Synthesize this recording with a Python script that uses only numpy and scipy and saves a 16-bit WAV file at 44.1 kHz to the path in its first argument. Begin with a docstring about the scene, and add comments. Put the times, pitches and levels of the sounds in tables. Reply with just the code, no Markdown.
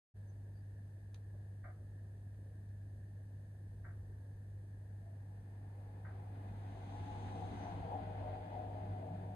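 """A quiet room, where an appliance hums and a small fan rushes softly, heard by two close microphones.
Something knocks softly three times, 2.2 s apart, among dull thuds, faint squeaks and a few ticks,
one of them sharp. Then a vehicle passes outside. Its engine rumble and tyre roar make the room ring
at its own notes (resonances). The hiss is brightest as it goes by, and the roar then drops in pitch."""
import sys
import numpy as np
from scipy import signal
from scipy.fft import rfft, irfft, next_fast_len
from scipy.io import wavfile
from scipy.ndimage import uniform_filter1d

SR = 44100
rng = np.random.default_rng(int(sys.argv[2]) if len(sys.argv) > 2 else 0)


def transcribe(signal):
    """Save signal, clipped to [-1, 1], as a 16-bit WAV file at the path in sys.argv[1]."""
    frames = np.atleast_2d(signal).T
    limited = np.clip(frames, -1, 1)
    pcm = np.round(limited * 32767).astype(np.int16)
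    wavfile.write(sys.argv[1], SR, pcm)


N = 412335
FFT_SIZE = next_fast_len(N)
TIME = np.arange(N) / SR
FREQ = np.fft.rfftfreq(FFT_SIZE, 1 / SR)

# the notes at which the room rings: f/Hz, width/Hz, boost/dB
ROOM_RESONANCES = [(114.5, 9.9, 10.5), (165.3, 19, 10), (202, 15, 7), (237.8, 9.8, 8), (278.8, 16.8, 11.5),
                   (330, 46, 1), (375.6, 15, 6), (468.3, 22, 10.5), (514, 14, 9.5), (551, 22, 6),
                   (618, 9.4, 12.5), (665, 60, 6.5), (734.4, 25, 11.5), (768, 27, 8.5), (800.5, 20, 9),
                   (834.3, 21, 10.5), (886, 30, 4.5), (927, 39, 7), (995, 14, 5), (1041, 18, 7),
                   (1165, 14, 7.5), (1560, 14, -4), (2480, 180, 3.5)]
# how alike the microphones hear room and street sound: f/Hz, likeness (1 same, -1 opposite)
ROOM_LIKENESS = [(450, 1), (570, 0.97), (760, 0.25), (1200, 0.25), (1800, -0.11), (3300, -0.25),
                 (4500, 0.55), (5600, -0.85), (6500, 0.39), (7300, -0.83), (8800, 1), (10600, 0.34),
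                 (11900, -0.27), (14500, 0)]
STREET_LIKENESS = [(100, 1), (280, 0.94), (480, 0.63), (700, 1), (900, 0.7), (1300, 0.25), (2200, 0.039),
                   (3500, 0.07)]
# how much louder the street is on the left: f/Hz, level/dB
STREET_LEFT_BOOST = [(400, 0), (600, 2.5), (800, 8.5), (1000, 2.5), (1400, 1.5), (3000, -1.5)]
# how much sooner the street is heard on the left: f/Hz, t/s
STREET_LEFT_LEAD = [(150, 0.000062), (380, .00018), (560, 0.00038), (800, 0.00021), (1100, 0.00043),
                    (2200, 0.000398)]

# tone of the room's steady air, far traffic and the building's rumble: f/Hz, relative level/dB
AIR_SPECTRUM = [(15, -105), (36, -89), (50, -85), (78, -80), (125, -85.5), (200, -88.5), (440, -99),
                (680, -102), (1200, -117), (1700, -114), (2200, -120), (6000, -125), (9300, -122),
                (12000, -126), (14500, -129)]
TRAFFIC_SPECTRUM = [(300, -21), (480, 2), (680, -5.5), (880, -3.5), (1100, -14.5), (2000, -36)]
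RUMBLE_SPECTRUM = [(18, -24.5), (36, -12), (49, 1), (58, -2.5), (73, 3), (83, -1), (92, 1.5), (130, -12.5),
                   (250, -61.5)]
# moments when the far traffic and the rumble swell: t/s, level/dB, width/s
TRAFFIC_SWELLS = [(0.6, -88, 0.51), (1.42, -78, 0.085), (4.15, -76.5, 0.17), (5.5, -78.5, 0.58),
                  (5.82, -73, 0.086), (6.45, -68, 0.22)]
RUMBLE_SWELLS = [(3.2, -63.5, 0.56), (4.0, -54.5, 0.16)]
# the tones in the hum: multiple of its pitch, relative level/dB
HUM_TONES = [(.5, -66), (1, -49), (1.5, -69)]
# brief dips and lifts of the hum: t/s, level change/dB, width/s
HUM_WAVERS = [(7.5, -3, 0.077), (8.245, 2, 0.099), (8.47, -3, 0.071), (8.924, 6, 0.024)]

# faint squeaks: t/s, level/dB, f/Hz, width/Hz, width/s
SQUEAKS = [(0.298, -83, 6260, 170, 0.018), (0.58, -83, 4700, 130, .022), (7.64, -77, 6000, 220, 0.055)]
# soft thuds: t/s, level/dB, f/Hz
THUDS = [(0.43, -64.5, 430), (1.33, -66, 560), (1.79, -67.5, 490), (2.45, -65, 540), (4.085, -62, 380),
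         (5.96, -60, 470)]
# ticks: t/s, relative level/dB
TICKS = [(1.1449, -46), (2.1801, -67), (2.3433, -67), (2.691, -68.5)]
# echoes of each tick: delay/s, relative level/dB
TICK_ECHOES = [(0.0105, -14), (0.015, -10)]
# tone of a tick, a knock's rattle, and the tail each leaves in the room: f/Hz, relative level/dB
TICK_SPECTRUM = [(400, -3), (800, 2), (1500, 0), (2400, 6), (3000, 3), (4100, 6), (5100, -3), (6000, 5),
                 (7500, -8), (10000, -7), (14000, -19)]
TICK_TAIL_SPECTRUM = [(400, -6), (800, 3), (1800, -1), (2700, -3), (4100, 2), (5200, -10), (6200, -4),
                      (8000, -20), (14000, -32)]
RATTLE_SPECTRUM = [(300, -34), (600, -8), (950, -14.5), (1230, -4.5), (1560, -2.5), (1950, -7.5),
                   (2230, -12.5), (2550, -38), (5000, -61)]
KNOCK_TAIL_SPECTRUM = [(350, -18), (550, -3), (900, -6), (1250, 3), (1600, -3), (2100, -12), (2600, -43)]
# soft rattling knocks: t/s, level/dB, extra hollow sound/dB, rise/s
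KNOCKS = [(1.6348, -57.5, -1, 0.011), (3.8377, -59, -5, 0.014), (6.0417, -59, -6.5, 0.012)]
# the quick hits within one knock: delay/s, relative level/dB, hollow sound/dB
KNOCK_HITS = [(0.003, 3.5, -4), (0.017, 1.5, 1), (0.041, -3, 1.5), (0.06, -5, -3)]
# the notes each hit rings with: f/Hz, relative level/dB, time to fade by 60 dB/s
KNOCK_NOTES = [(1197, -5, 0.054), (1387, -15, 0.23), (1538, 4.5, 0.076), (1881, 0.5, 0.069)]

# tone of the vehicle's sounds as heard indoors: f/Hz, relative level/dB
ENGINE_SPECTRUM = [(60, -27), (120, -10), (165, -1), (260, -2.5), (380, -4), (500, -13.5), (900, -72)]
TYRE_SPECTRUM = [(250, -23), (470, -5), (580, -7), (665, 2), (735, -3.5), (787, 0), (850, -4.5),
                 (960, -4.5), (1130, -12.5), (1500, -38), (3000, -64)]
ROAD_SPECTRUM = [(600, -17), (950, 4.5), (1100, 3.5), (1400, 4), (1900, 3.5), (2400, -2.5), (2750, -7),
                 (3100, -8), (3900, -11), (4800, -13.5), (7000, -63), (14000, -50)]
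SPRAY_SPECTRUM = [(2000, 11.5), (3800, 14), (5000, 0.5), (6500, 6.5), (8000, 1), (10000, -2.5),
                  (14000, -37)]
BUMP_SPECTRUM = [(300, -24), (460, -1.5), (570, 0), (660, -7), (735, 2), (800, 3), (900, 1.5), (1000, -13),
                 (1400, -47)]
# the engine revs and the wheels cross bumps: t/s, level/dB, width/s
ENGINE_REVS = [(7.54, -48.5, 0.026), (8.92, -56, 0.32)]
WHEEL_BUMPS = [(7.41, -57, 0.015), (7.7, -55.5, 0.02), (7.925, -46.5, 0.026), (8.1, -56, 0.03),
               (8.276, -51, 0.016), (8.55, -51, 0.035)]
# short droning surges from the street, the first from far traffic, the rest from the vehicle: t/s, level/dB,
# width/s, f/Hz, width/Hz
DRONES = [(5.069, -68, 0.05, 655, 35), (6.516, -56.5, 0.034, 190, 35), (7.127, -54, 0.13, 843, 9.9),
          (7.4, -57, 0.066, 760, 82), (7.7, -52, 0.025, 720, 16), (7.78, -49.5, 0.042, 160, 13.5),
          (8.326, -53.5, 0.057, 620, 9), (8.594, -49.5, 0.059, 736, 16), (9.23, -53.5, 0.22, 166, 24)]

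# when the vehicle is nearest, and how long it takes to drive as far as it then is from the room
CLOSEST_S, CROSSING_S = 7.42, 1.066
EMERGE_START_S, EMERGE_LENGTH_S = 3.95, 2.1  # it comes out from behind cover


def gain_of(db):
    """Turns decibels into a number to multiply a sound by."""
    return 10 ** (np.asarray(db) / 20)


def unit_level(x):
    """Scales a signal to an average (rms) size of 1."""
    return x / np.sqrt(np.mean(x ** 2) + 1e-30)


def curve(points):
    """Joins (f/Hz, value) points into a line, giving each octave equal room."""
    hz, value = np.transpose(points)
    return np.interp(np.log(FREQ + 1), np.log(hz + 1), value)


def shape(spectrum):
    """Turns (f/Hz, level/dB) points into a gain for every frequency."""
    return gain_of(curve(spectrum))


def bell(x, centre, width):
    """A smooth hump of height 1."""
    return np.exp(-.5 * ((x - centre) / width) ** 2)


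def swells(rows):
    """A gain that rises and falls smoothly once for each row."""
    return sum(gain_of(db) * bell(TIME, s, width) for s, db, width in rows)


def dying(s, rise, t60):
    """A gain lasting one second: it rises at time s and loses 60 dB every t60 seconds."""
    envelope, age = np.zeros(N), TIME[:SR]
    envelope[round(s * SR):][:SR] = np.minimum(age / rise, 1) * gain_of(-60 * age / t60)
    return envelope


def drift(top_hz):
    """Slow random wandering of average size 1."""
    t = TIME[::256]
    rates = np.geomspace(top_hz / 10, top_hz, 20)
    waves = sum(np.sin(2 * np.pi * (hz * t + rng.random())) for hz in rates)
    return np.interp(TIME, t, unit_level(waves))


def filtered(x, gain):
    """Turns each frequency of a sound up or down by its gain."""
    return irfft(rfft(x, FFT_SIZE) * gain, FFT_SIZE)[..., :N]


def noise(gain, likeness, lead_s=0, left_db=0):
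    """Noise at two microphones: partly alike, and perhaps sooner and louder on the left."""
    same = np.clip(likeness, -1, 1)
    left, other = rfft(rng.standard_normal((2, FFT_SIZE)))
    right = (same * left + np.sqrt(1 - same ** 2) * other) * np.exp(-2j * np.pi * FREQ * lead_s)
    pair = np.array([left * gain_of(left_db / 2), right * gain_of(-left_db / 2)])
    return irfft(pair * gain, FFT_SIZE)[:, :N] * np.sqrt(SR / 2)


def room_colour():
    """The gain for each frequency: the room favours its own notes."""
    boosts = sum((gain_of(db) ** 2 - 1) / (1 + (2 * (FREQ - hz) / width) ** 2) ** 2
                 for hz, width, db in ROOM_RESONANCES)
    return np.sqrt(np.abs(1 + boosts))


def indoors(gain):
    """Noise of size 1 from within the room."""
    return unit_level(noise(gain, curve(ROOM_LIKENESS)))


def street_noise(gain):
    """Noise from the street, which lies to the left."""
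    return noise(gain, curve(STREET_LIKENESS), curve(STREET_LEFT_LEAD), curve(STREET_LEFT_BOOST))


def outdoors(spectrum, colour, pitch=1):
    """Street noise of size 1, bent in pitch by motion and then coloured by the room."""
    top = np.max(pitch)
    street = street_noise(shape([(hz * top, db) for hz, db in spectrum]))
    position = np.cumsum(pitch / top * np.ones(N))  # a source moving away is heard slowed down
    bent = np.array([np.interp(position, np.arange(N), side) for side in street])
    return unit_level(filtered(bent, colour))


def passing(closest_db, doubling_db, rear_db):
    """Gain of a passing sound: doubling_db less at twice the distance, up to rear_db more behind."""
    along = (TIME - CLOSEST_S) / CROSSING_S
    distance = np.hypot(1, along)
    emerged = np.clip((TIME - EMERGE_START_S) / EMERGE_LENGTH_S, 0, 1)
    return emerged * gain_of(closest_db - doubling_db * np.log2(distance) + rear_db * along / distance)


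def room_air(fan_hz=1726, fan_width_hz=123, traffic_db=-84.5):
    """Steady air, the fan's fluttering whirr and the murmur of far traffic."""
    colour = room_colour() ** 0.14  # only a hint of the room's ring
    air = noise(shape(AIR_SPECTRUM) * colour, curve(ROOM_LIKENESS))
    fan = noise(gain_of(-101) * bell(FREQ, fan_hz, fan_width_hz), curve(ROOM_LIKENESS))
    flutter = gain_of(drift(12))
    murmur = np.hypot(gain_of(traffic_db + 2.8 * drift(7)), swells(TRAFFIC_SWELLS))
    return air + fan * flutter + indoors(shape(TRAFFIC_SPECTRUM) * colour) * murmur


def hum(pitch_hz=100, trim_db=-0.82, grow_at_s=5.64, grow_for_s=0.92):
    """An appliance hums at twice the mains frequency, with a weak tone below and another above."""
    angle = 2 * np.pi * (pitch_hz * TIME + 0.0027 * drift(1.1))
    tones = sum(gain_of(db) * np.sin(k * angle + 2 * np.pi * rng.random()) for k, db in HUM_TONES)
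    growth_db = 2.4 * np.clip((TIME - grow_at_s) / grow_for_s, 0, 1)
    waver_db = sum(db * bell(TIME, s, width) for s, db, width in HUM_WAVERS) + 0.5 * drift(5)
    return np.sqrt(2) * tones * gain_of(trim_db + growth_db + waver_db)


def bass(rumble_db=-67.5, boom_hz=90.4, spread_rad=0.34):
    """The hum, the building's rumble and the engine's boom, nearly alike at both microphones."""
    vehicle_shake = passing(-56, doubling_db=8.2, rear_db=0.86)
    shaking = np.sqrt(gain_of(rumble_db) ** 2 + swells(RUMBLE_SWELLS) ** 2 + vehicle_shake ** 2)
    boom = passing(-59.5, doubling_db=10, rear_db=3)
    low = hum() + indoors(shape(RUMBLE_SPECTRUM)) * shaking
    low += indoors(bell(FREQ, boom_hz, width=9.5)) * boom
    # left and right slip a little out of step while the vehicle is near
    spread = spread_rad * (boom / boom.max()) ** 2 * np.array([[-.5], [.5]])
    return (signal.hilbert(low, FFT_SIZE)[:, :N] * np.exp(1j * spread)).real


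def squeaks():
    """Brief, thin, high rubbing noises."""
    return sum(gain_of(db) * indoors(bell(FREQ, hz, width_hz)) * bell(TIME, s, width_s)
               for s, db, hz, width_hz, width_s in SQUEAKS)


def thuds():
    """Soft, dull bumps somewhere in the building."""
    return sum(gain_of(db) * indoors(bell(FREQ, hz, width=110)) * dying(s, rise=0.02, t60=0.25)
               for s, db, hz in THUDS)


def ticks(ring_db=-13, tail_db=-23):
    """A close snap rings for an instant; nearby surfaces return two echoes and a short, duller tail."""
    colour = shape(TICK_SPECTRUM)
    clicks = np.zeros(N)
    for s, db in TICKS:
        clicks[round(s * SR)] = gain_of(db)
    snaps = filtered(clicks, colour / colour.mean())
    rings = sum(gain_of(db + ring_db + echo_db) * dying(s + delay, rise=0.00016, t60=0.019)
                for s, db in TICKS for delay, echo_db in [(0, 0)] + TICK_ECHOES)
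    tails = sum(gain_of(db + tail_db) * dying(s, rise=0.0011, t60=0.14) for s, db in TICKS)
    return snaps + indoors(colour) * rings + indoors(shape(TICK_TAIL_SPECTRUM)) * tails


def knock(rise, body_db, body_hz=680, ring_db=-3, tail_db=-14):
    """A mechanism across the room knocks and bounces; a duller tail lingers."""
    rattle = indoors(shape(RATTLE_SPECTRUM))
    body = indoors(bell(FREQ, body_hz, width=93))
    sound = indoors(shape(KNOCK_TAIL_SPECTRUM)) * gain_of(tail_db) * dying(0, rise=0.03, t60=0.88)
    for delay, db, hollow_db in KNOCK_HITS:
        ring = sum(gain_of(note_db) * dying(delay, rise, t60) * np.sin(2 * np.pi * hz * (TIME - delay))
                   for hz, note_db, t60 in KNOCK_NOTES)
        hit = gain_of(db) * rattle + gain_of(body_db + hollow_db) * body
        echoes = np.roll(hit, round(delay * SR), axis=1) * dying(delay, rise, t60=0.15)
        sound += echoes + gain_of(db + ring_db) * ring
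    return sound


def knocks():
    """The knock comes at even intervals, more or less hollow and abrupt."""
    return sum(gain_of(db) * np.roll(knock(rise, body_db), round(s * SR), axis=1)
               for s, db, body_db, rise in KNOCKS)


def drones():
    """Now and then the street traffic, mostly the passing vehicle, sets one of the room's notes singing."""
    return sum(unit_level(street_noise(bell(FREQ, hz, width_hz))) * gain_of(db) * bell(TIME, s, width_s)
               for s, db, width_s, hz, width_hz in DRONES)


def spray(from_s=6.78, to_s=7.78):
    """The hiss of fine spray; more gets in while the vehicle is in line with an opening."""
    opening = (1 + np.tanh((TIME - from_s) / 0.39)) / 2
    closing = (1 - np.tanh((TIME - to_s) / 0.25)) / 2
    in_line = gain_of(-67) * opening * closing
    return indoors(shape(SPRAY_SPECTRUM)) * np.hypot(passing(-81, doubling_db=7.1, rear_db=8.5), in_line)


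def vehicle(uneven_db=1.26, ripple_db=3.5, flutter_db=1.2, pitch_drop_s=8.0, rasp_hz=3140):
    """Engine, tyres and road hiss swell as the vehicle nears; bumps make the tyres boom."""
    uneven = gain_of(uneven_db * drift(10))
    pitch = 0.98 - 0.06 * np.tanh((TIME - pitch_drop_s) / 0.3)  # lower as it leaves (Doppler effect)
    colour = room_colour()
    # countless overlapping room resonances make some high notes louder and others softer
    ripple = gain_of(ripple_db * unit_level(uniform_filter1d(rng.standard_normal(len(FREQ)), size=160)))
    engine = outdoors(ENGINE_SPECTRUM, colour)
    engine *= np.hypot(passing(-53.5, doubling_db=12.7, rear_db=2.7), swells(ENGINE_REVS))
    tyres = outdoors(TYRE_SPECTRUM, colour, pitch) * passing(-52, doubling_db=9.3, rear_db=9) * uneven
    road = outdoors(ROAD_SPECTRUM, colour * ripple) * passing(-62.5, doubling_db=10.2, rear_db=4.16)
    road *= gain_of(flutter_db * drift(14))
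    hiss = road + spray()
    tyre_rasp = indoors(bell(FREQ, rasp_hz, width=380)) * passing(-81, doubling_db=20, rear_db=14.4)
    bumps = outdoors(BUMP_SPECTRUM, colour) * swells(WHEEL_BUMPS)
    return engine + drones() + tyres + bumps + hiss + tyre_rasp


def scene():
    """All the sounds together."""
    return bass() + room_air() + vehicle() + knocks() + thuds() + ticks() + squeaks()


def record(dry, start_s=0.139, fade_s=0.026, top_hz=14800):
    """The sound fades in quickly after a moment of silence, and the highest treble is cut."""
    faded = dry * np.clip((TIME - start_s) / fade_s, 0, 1)
    treble_cut = signal.firwin(511, top_hz, window=("kaiser", 9), fs=SR)
    return signal.oaconvolve(faded, treble_cut[None], "same")


dry = scene()
out = record(dry)
transcribe(out)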